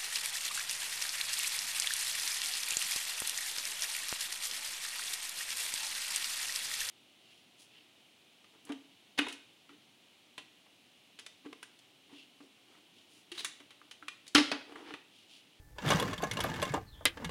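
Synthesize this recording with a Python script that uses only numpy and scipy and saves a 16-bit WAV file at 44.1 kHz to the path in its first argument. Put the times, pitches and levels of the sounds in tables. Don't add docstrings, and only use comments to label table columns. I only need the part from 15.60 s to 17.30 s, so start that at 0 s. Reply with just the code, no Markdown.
import sys
import numpy as np
from scipy import signal
from scipy.fft import rfft, irfft
from scipy.io import wavfile
from scipy.ndimage import uniform_filter1d

SR = 44100
rng = np.random.default_rng(int(sys.argv[2]) if len(sys.argv) > 2 else 0)


def persist_wave(psi):
    counts = np.round(np.clip(psi, -1, 1) * 32767).astype(np.int16)
    wavfile.write(sys.argv[1], SR, np.atleast_2d(counts).T)


def invert_db(x):
    u = np.asarray(x, float) / 20
    return 10 ** u


N = 74970

# (pitch [Hz], level [dB], time to fade by 60 dB [s])
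STEEL_MODES = [(1560, -11.5, 0.036), (1700, -0.5, 0.038), (2200, -6.5, 0.11), (2668, -17, 0.018),
               (2840, -5, 0.071), (3115, -9, 0.053), (3428, 4, 0.01), (3585, -32, 0.074),
               (4640, -11, 0.046), (5980, -3.5, 0.0063), (6895, -12, 0.11), (7470, -9.5, 0.026),
               (9570, -9, 0.009), (10940, -24, 0.013)]
# (pitch [Hz], level [dB], time to fade by 60 dB [s])
BED_MODES = [(325, -7, 0.12), (442, -14, 0.05), (489.4, -4.5, 0.059), (584.6, -3.5, 0.032), (653, -7, 0.03),
             (756, -3, 0.019), (915, -1.5, 0.029), (1070, -6.5, 0.11), (1192, -11.5, 0.12),
             (1465, -10.5, 0.035)]
TOP_HZ = 16150


def level(x, db):
    return x * invert_db(db) / np.sqrt(np.mean(x ** 2))


def top(x):
    return x / np.abs(x).max()


def colour(x, shape):
    hz, db = np.array(shape).T
    f = np.arange(N // 2 + 1) * SR / N + 1
    gain = invert_db(np.interp(np.log(f), np.log(hz), db))
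    return irfft(rfft(x) * gain, N)


def band(x, edges_hz):
    return signal.lfilter(*signal.butter(2, edges_hz, "band", fs=SR), x)


def ring(x, hz, t60):
    pole = np.exp(2j * np.pi * hz / SR - np.log(1000) / (max(t60, .005) * SR))
    return signal.lfilter([1], [1, -pole], x).imag


def walk(rate):
    k = int(SR / rate)
    steps = np.repeat(rng.standard_normal(N // k + 1), k)
    return 0.75 * uniform_filter1d(uniform_filter1d(steps, k), k)[:N]


def favour(modes, hz, width):
    distance = np.log(np.array(modes)[:, 0] / hz[:, None])
    return 10 * np.exp(-(distance / width) ** 2)


def strike(times, peak_db, mode_db, modes, scrape_s, clatter_db, crack_db,
           clatter_hz=(830, 4100), crack_s=0.0082, crack_hz=(5600, 12480)):
    contact_rise_s, clatter_s, detune = 0.00068, 0.0089, .012
    t = np.arange(4000) / SR
    out = np.zeros(N + len(t))
    for s, db, gains, bright_db in zip(times, peak_db, mode_db, crack_db):
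        chance = rng.standard_normal((4, len(t)))
        contact = chance[0] * np.exp(-t / scrape_s) * (1 - np.exp(-t / contact_rise_s))
        body = 0
        for gain, (hz, own_db, t60), shift in zip(gains, modes, chance[3]):
            body = body + invert_db(gain + own_db) * top(ring(contact, hz * (1 + detune * shift), t60))
        clatter = band(chance[1], clatter_hz) * np.exp(-t / clatter_s)
        crack = band(chance[2] * np.exp(-t / crack_s), crack_hz)
        hit = top(band(body, (301, TOP_HZ)))
        hit = hit + invert_db(clatter_db) * top(clatter) + invert_db(bright_db) * top(crack)
        start = int(s * SR)
        out[start:start + len(t)] += invert_db(db) * top(hit)
    return out[:N]


def garage():
    # (pitch [Hz], level [dB])
    air_shape = [(20, -11.5), (52, 0), (100, -3.5), (150, -12), (210, -30), (420, -24), (1100, -36.5),
                 (15500, -40)]
    # (pitch [Hz], level [dB])
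    motor_tones = [(296, -71.5), (835, -75.5), (1757, -71.5)]
    t = np.arange(N) / SR
    whine = 0
    for hz, db in motor_tones:
        whine = whine + invert_db(db + 0.5 + 1.2 * walk(7.0)) * np.sin(2 * np.pi * hz * t)
    return level(colour(rng.standard_normal(N), air_shape), -55.5) + whine


def bird():
    # (time [s], length [s], start pitch [Hz], end pitch [Hz], level [dB])
    chirps = [
        (1.261, 0.035, 4500, 4100, -58),
        (1.313, 0.04, 3760, 3310, -55.5),
        (1.357, 0.067, 3500, 3340, -60.5),
    ]
    flutter_per_s, tail_s = 700, .04
    t, out = np.arange(N) / SR, 0
    for s, length, start_hz, end_hz, db in chirps:
        u = np.clip((t - s) / length, 0, 1)
        tail = np.exp(-np.clip(t - s - length, 0, None) / tail_s)
        phase = 2 * np.pi * np.cumsum(start_hz + (end_hz - start_hz) * u) / SR
        flutter = walk(flutter_per_s) * np.sin(phase) + walk(flutter_per_s) * np.cos(phase)
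        out = out + invert_db(db) * np.sin(np.pi / 2 * u) * tail * flutter
    return out


def jolts():
    # (time of the crest [s], peak level [dB], pitch [Hz], length [cycles])
    swings = [(0.244, -34.5, 214, 3), (.268, -31.5, 137, 2.2), (0.311, -30, 206, 3.3),
              (0.351, -25.5, 171, 2.2), (0.349, -36, 100, 2.6), (0.406, -29.5, 215, 1.2),
              (.41, -43.5, 100, 6.8), (0.471, -33, 105, 0.94), (.52, -38, 97, 1.96), (0.588, -42, 182, 2.2),
              (0.634, -43, 196, 2.3), (0.726, -40.5, 111, 3.1), (0.758, -47, 141, 2.6), (.8, -43, 87, 2.7),
              (0.843, -42.5, 86, 2.6), (0.843, -53, 237, 6), (0.903, -34.5, 153, 1.6),
              (0.929, -45, 330.5, 13), (.97, -48.5, 192, 7.1), (1.0, -37, 93, 3.7), (1.043, -43, 91, 4.5),
              (1.11, -34.5, 135.5, 2.2), (1.173, -34.5, 87, 1.3), (1.222, -46, 100, 1.3),
              (1.189, -46.5, 433, 12.5), (1.27, -50, 84, 1.9), (1.328, -50.5, 88, 1.6),
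              (1.47, -43.5, 100, 1.1), (1.598, -45, 271, 2.1), (1.64, -39, 232, 4.4),
              (1.667, -38.5, 171, 3.4), (1.646, -43.5, 71, 2), (1.69, -41, 72, 2)]
    s, db, hz, length = np.array(swings).T[:, :, None]
    cycles = (np.arange(N) / SR - s) * hz
    rise = np.where(cycles < 0, 0.62, 1)
    swell = np.exp(-(cycles / length / rise) ** 2)
    swing = np.cos(2 * np.pi * (cycles + rng.random(s.shape)))
    rough = invert_db(2.2 * walk(90))
    return rough * (invert_db(db) * swell * swing).sum(axis=0)


def drive():
    # (time [s], level [dB])
    load = [(.14, -76.5), (0.192, -60.5), (.225, -48.5), (.27, -36), (.33, -34.5), (.38, -37.5),
            (0.459, -39), (.55, -52), (.62, -50), (.70, -51.5), (.80, -43.5), (.97, -46.5), (1.1, -48.5),
            (1.165, -46), (1.2, -58.5), (1.3, -70), (1.55, -62), (1.61, -54.5)]
    # (pitch [Hz], level [dB], time to fade by 60 dB [s])
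    table_modes = [(100, -14.5, 0.45), (147, 0.5, 0.17), (189, 3, 0.12), (231, 9, 0.058)]
    # (pitch [Hz], level [dB per Hz])
    hiss_shape = [(200, -2), (500, 2), (1700, 4), (3500, -7), (5500, -9), (10000, -21.5), (16000, -20)]
    teeth_per_s, scatter_db = 1400, 7

    def rings(x, modes):
        total = 0
        for hz, db, t60 in modes:
            total = total + invert_db(db) * ring(x * invert_db(7.5 * walk(25.02)), hz, .55 * t60)
        return level(total, 0)

    meets = rng.random(N) < teeth_per_s / SR
    force = invert_db(scatter_db * np.minimum(rng.exponential(size=N), 3))
    teeth = meets * force * rng.standard_normal(N)
    uneven = invert_db(2.3 * walk(60.5) + 4.4 * walk(500))
    hiss = level(colour(rng.standard_normal(N) * uneven, hiss_shape), -1.5)
    rattle = invert_db(-9.5) * rings(teeth, STEEL_MODES) + invert_db(-2) * rings(teeth, BED_MODES) + hiss
    thrum = rings(rng.standard_normal(N), table_modes)
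    s, load_db = np.array(load).T
    return (rattle + thrum) * invert_db(np.interp(np.arange(N) / SR, s, load_db))


def pings():
    # (time [s], peak level [dB], pitch [Hz])
    high_pings = [(0.278, -40, 9360), (.2635, -46, 11600), (.289, -42, 9500), (0.303, -30, 9270),
                  (.334, -34.5, 8750), (0.359, -31.5, 5930), (0.399, -33.5, 9200), (.425, -35, 11400),
                  (.51, -49, 9700), (.623, -39, 12100), (0.712, -38, 9400), (0.733, -44, 9700),
                  (0.804, -45, 9900), (0.839, -29.5, 11350), (.85, -42, 9800), (.8982, -44, 7540),
                  (.941, -45, 9600), (1.018, -42, 11600), (1.0767, -55, 9900), (1.1202, -47, 9560),
                  (1.1402, -32.5, 7400), (1.65, -38.5, 8540)]
    out = 0
    for s, db, hz in high_pings:
        out = out + strike([s], [db], [[0]], [(hz, 0, 0.0079)], 0.0012, -40, [-12])
    return out


def lever():
    # (time [s], peak level [dB], crack against the ring [dB])
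    snaps = [
        (1.4541, -10.5, 4),
        (1.4570, -13, -15),
        (1.4605, -15.5, -18),
        (1.4655, -24, -15),
        (1.471, -23, -14),
        (1.48, -31, -12),
    ]
    # (pitch [Hz], level [dB], time to fade by 60 dB [s])
    lever_modes = [(339, -17.5, 0.21), (523, -8, 0.024), (730, -5, 0.0053), (1080, -23, 0.013),
                   (1640, -10.5, 0.018), (2060, 3, 0.019), (2480, -9, 0.014), (2880, -2, 0.0049),
                   (3180, 7.5, 0.019), (3520, 2, 0.024), (4370, -16, .01)]
    s, db, crack_db = np.array(snaps).T
    gains = np.zeros((len(s), len(lever_modes)))
    return strike(s, db, gains, lever_modes, 0.001, -4.0, crack_db,
                  clatter_hz=(1670, 3900), crack_s=0.001, crack_hz=(7400, 10740))


def knocks():
    # (time [s], peak level [dB], favoured pitch [Hz], second favoured pitch [Hz])
    blows = [(0.162, -49, 476, 885), (0.181, -36.5, 915, 610), (0.247, -28.5, 440, 335),
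             (0.302, -20, 1003, 435), (0.319, -17.5, 552, 1000), (0.397, -28.5, 910, 603),
             (0.424, -20.5, 1070, 480), (0.528, -32, 1040, 596), (0.602, -33.5, 1070, 760),
             (0.63, -21.5, 626, 713), (0.638, -29.5, 1080, 475), (0.769, -31, 1040, 600),
             (0.802, -37, 900, 604), (0.843, -21.5, 650, 1070), (0.988, -34, 337, 910),
             (1.024, -22.5, 1100, 650), (1.1372, -22.5, 417, 325), (1.142, -23, 928, 1170),
             (1.162, -41, 1080, 325), (1.175, -29.5, 770, 434), (1.408, -39, 650, 1040),
             (1.453, -33, 339, 477), (1.57, -37, 563, 900), (1.598, -40.5, 323, 473),
             (1.62, -39.5, 430, 325), (1.64, -41.5, 896, 475), (1.692, -37, 710, 1070)]
    s, db, hz, second_hz = np.array(blows).T
    gains = 1.7 * favour(BED_MODES, hz, .08) + 1.1 * favour(BED_MODES, second_hz, .1)
    crack_db = np.full(len(s), -40.0)
    return strike(s, db, gains, BED_MODES, 0.0072, -12.5, crack_db, clatter_hz=(378, 1350))


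def clicks():
    # (time [s], peak level [dB], brightness against the click [dB], favoured pitch
    # [Hz])
    steel_clicks = [(0.184, -32.5, -32, 1710), (0.2193, -40.5, -31, 1680), (0.261, -29, -26, 1700),
                    (0.2783, -26.5, -17, 1690), (0.2878, -23, -8, 3350), (0.3036, -19, -12.5, 3300),
                    (0.3185, -17.5, -19, 1700), (0.333, -26, -17, 3400), (0.398, -23.5, -10, 3430),
                    (0.4248, -27, -21, 1460), (0.4784, -30.5, -32, 1700), (0.508, -38.5, -19, 2730),
                    (0.5311, -28.5, -17, 1640), (0.5782, -33.5, -12.5, 3430), (0.6212, -33.5, -15, 1600),
                    (0.6361, -26.5, -10, 2200), (0.6694, -36.5, -14, 1780), (0.7118, -22.5, -13, 2190),
                    (0.7333, -33.5, -6, 2030), (0.7699, -25.5, -15.5, 1550), (0.8037, -21.5, -11, 3450),
                    (0.838, -28.5, -18, 1680), (0.939, -33.5, -26, 1780), (0.9597, -34, -18, 1560),
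                    (1.018, -28, -16, 1580), (1.026, -23.5, -8, 1564), (1.0517, -32, -13, 3620),
                    (1.1198, -43, -19, 1600), (1.1401, -31, -31, 1600), (1.572, -37, -35, 1735),
                    (0.3469, -36, -18, 1620), (0.3696, -32, -14, 1700), (0.5357, -33.5, -14, 1570),
                   (0.5843, -41.5, -14, 1580), (0.859, -37.5, -16, 1640), (0.8983, -32, -33, 1710),
                   (0.9974, -33.5, -28, 1680), (1.0767, -40, -24, 2200), (1.0929, -35.5, -30, 2200),
                   (1.6451, -28.5, -15.5, 1860), (1.6924, -34.5, -14, 2900)]
    s, db, bright_db, hz = np.array(steel_clicks).T
    extra_bright = bright_db + 11.5
    high = np.array(STEEL_MODES)[:, 0] > 6500
    gains = 5.5 * rng.standard_normal((len(s), len(STEEL_MODES)))
    gains = gains + np.outer(extra_bright, high) + favour(STEEL_MODES, hz, 0.04)
    return strike(s, db, gains, STEEL_MODES, 0.0055, -3, -11.5 + extra_bright)


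def scene():
    room_t60_s, room_db, room_damp_hz = 0.13, -16, 3500
    machine = clicks() + knocks() + lever() + pings() + jolts() + drive()
    near = band(machine, (72, 14500))
    t = np.arange(SR // 2) / SR
    tail = rng.standard_normal(len(t)) * invert_db(-60 * t / room_t60_s) * np.clip(t / 0.0093, 0, 1)
    tail = signal.lfilter(*signal.butter(2, room_damp_hz, fs=SR), tail) + invert_db(-5) * tail
    wet = signal.fftconvolve(near, tail / np.sqrt(np.sum(tail ** 2)))[:N]
    return (near + invert_db(room_db) * wet + bird() + garage())[None]


def top_cut(x):
    return signal.sosfilt(signal.butter(12, 16640, fs=SR, output="sos"), x)


def record(dry):
    low_pass = signal.ellip(8, .2, 70, TOP_HZ, fs=SR, output="sos")
    mix = signal.sosfilt(low_pass, dry)
    return top_cut(mix)


dry = scene()
out = record(dry)
persist_wave(out)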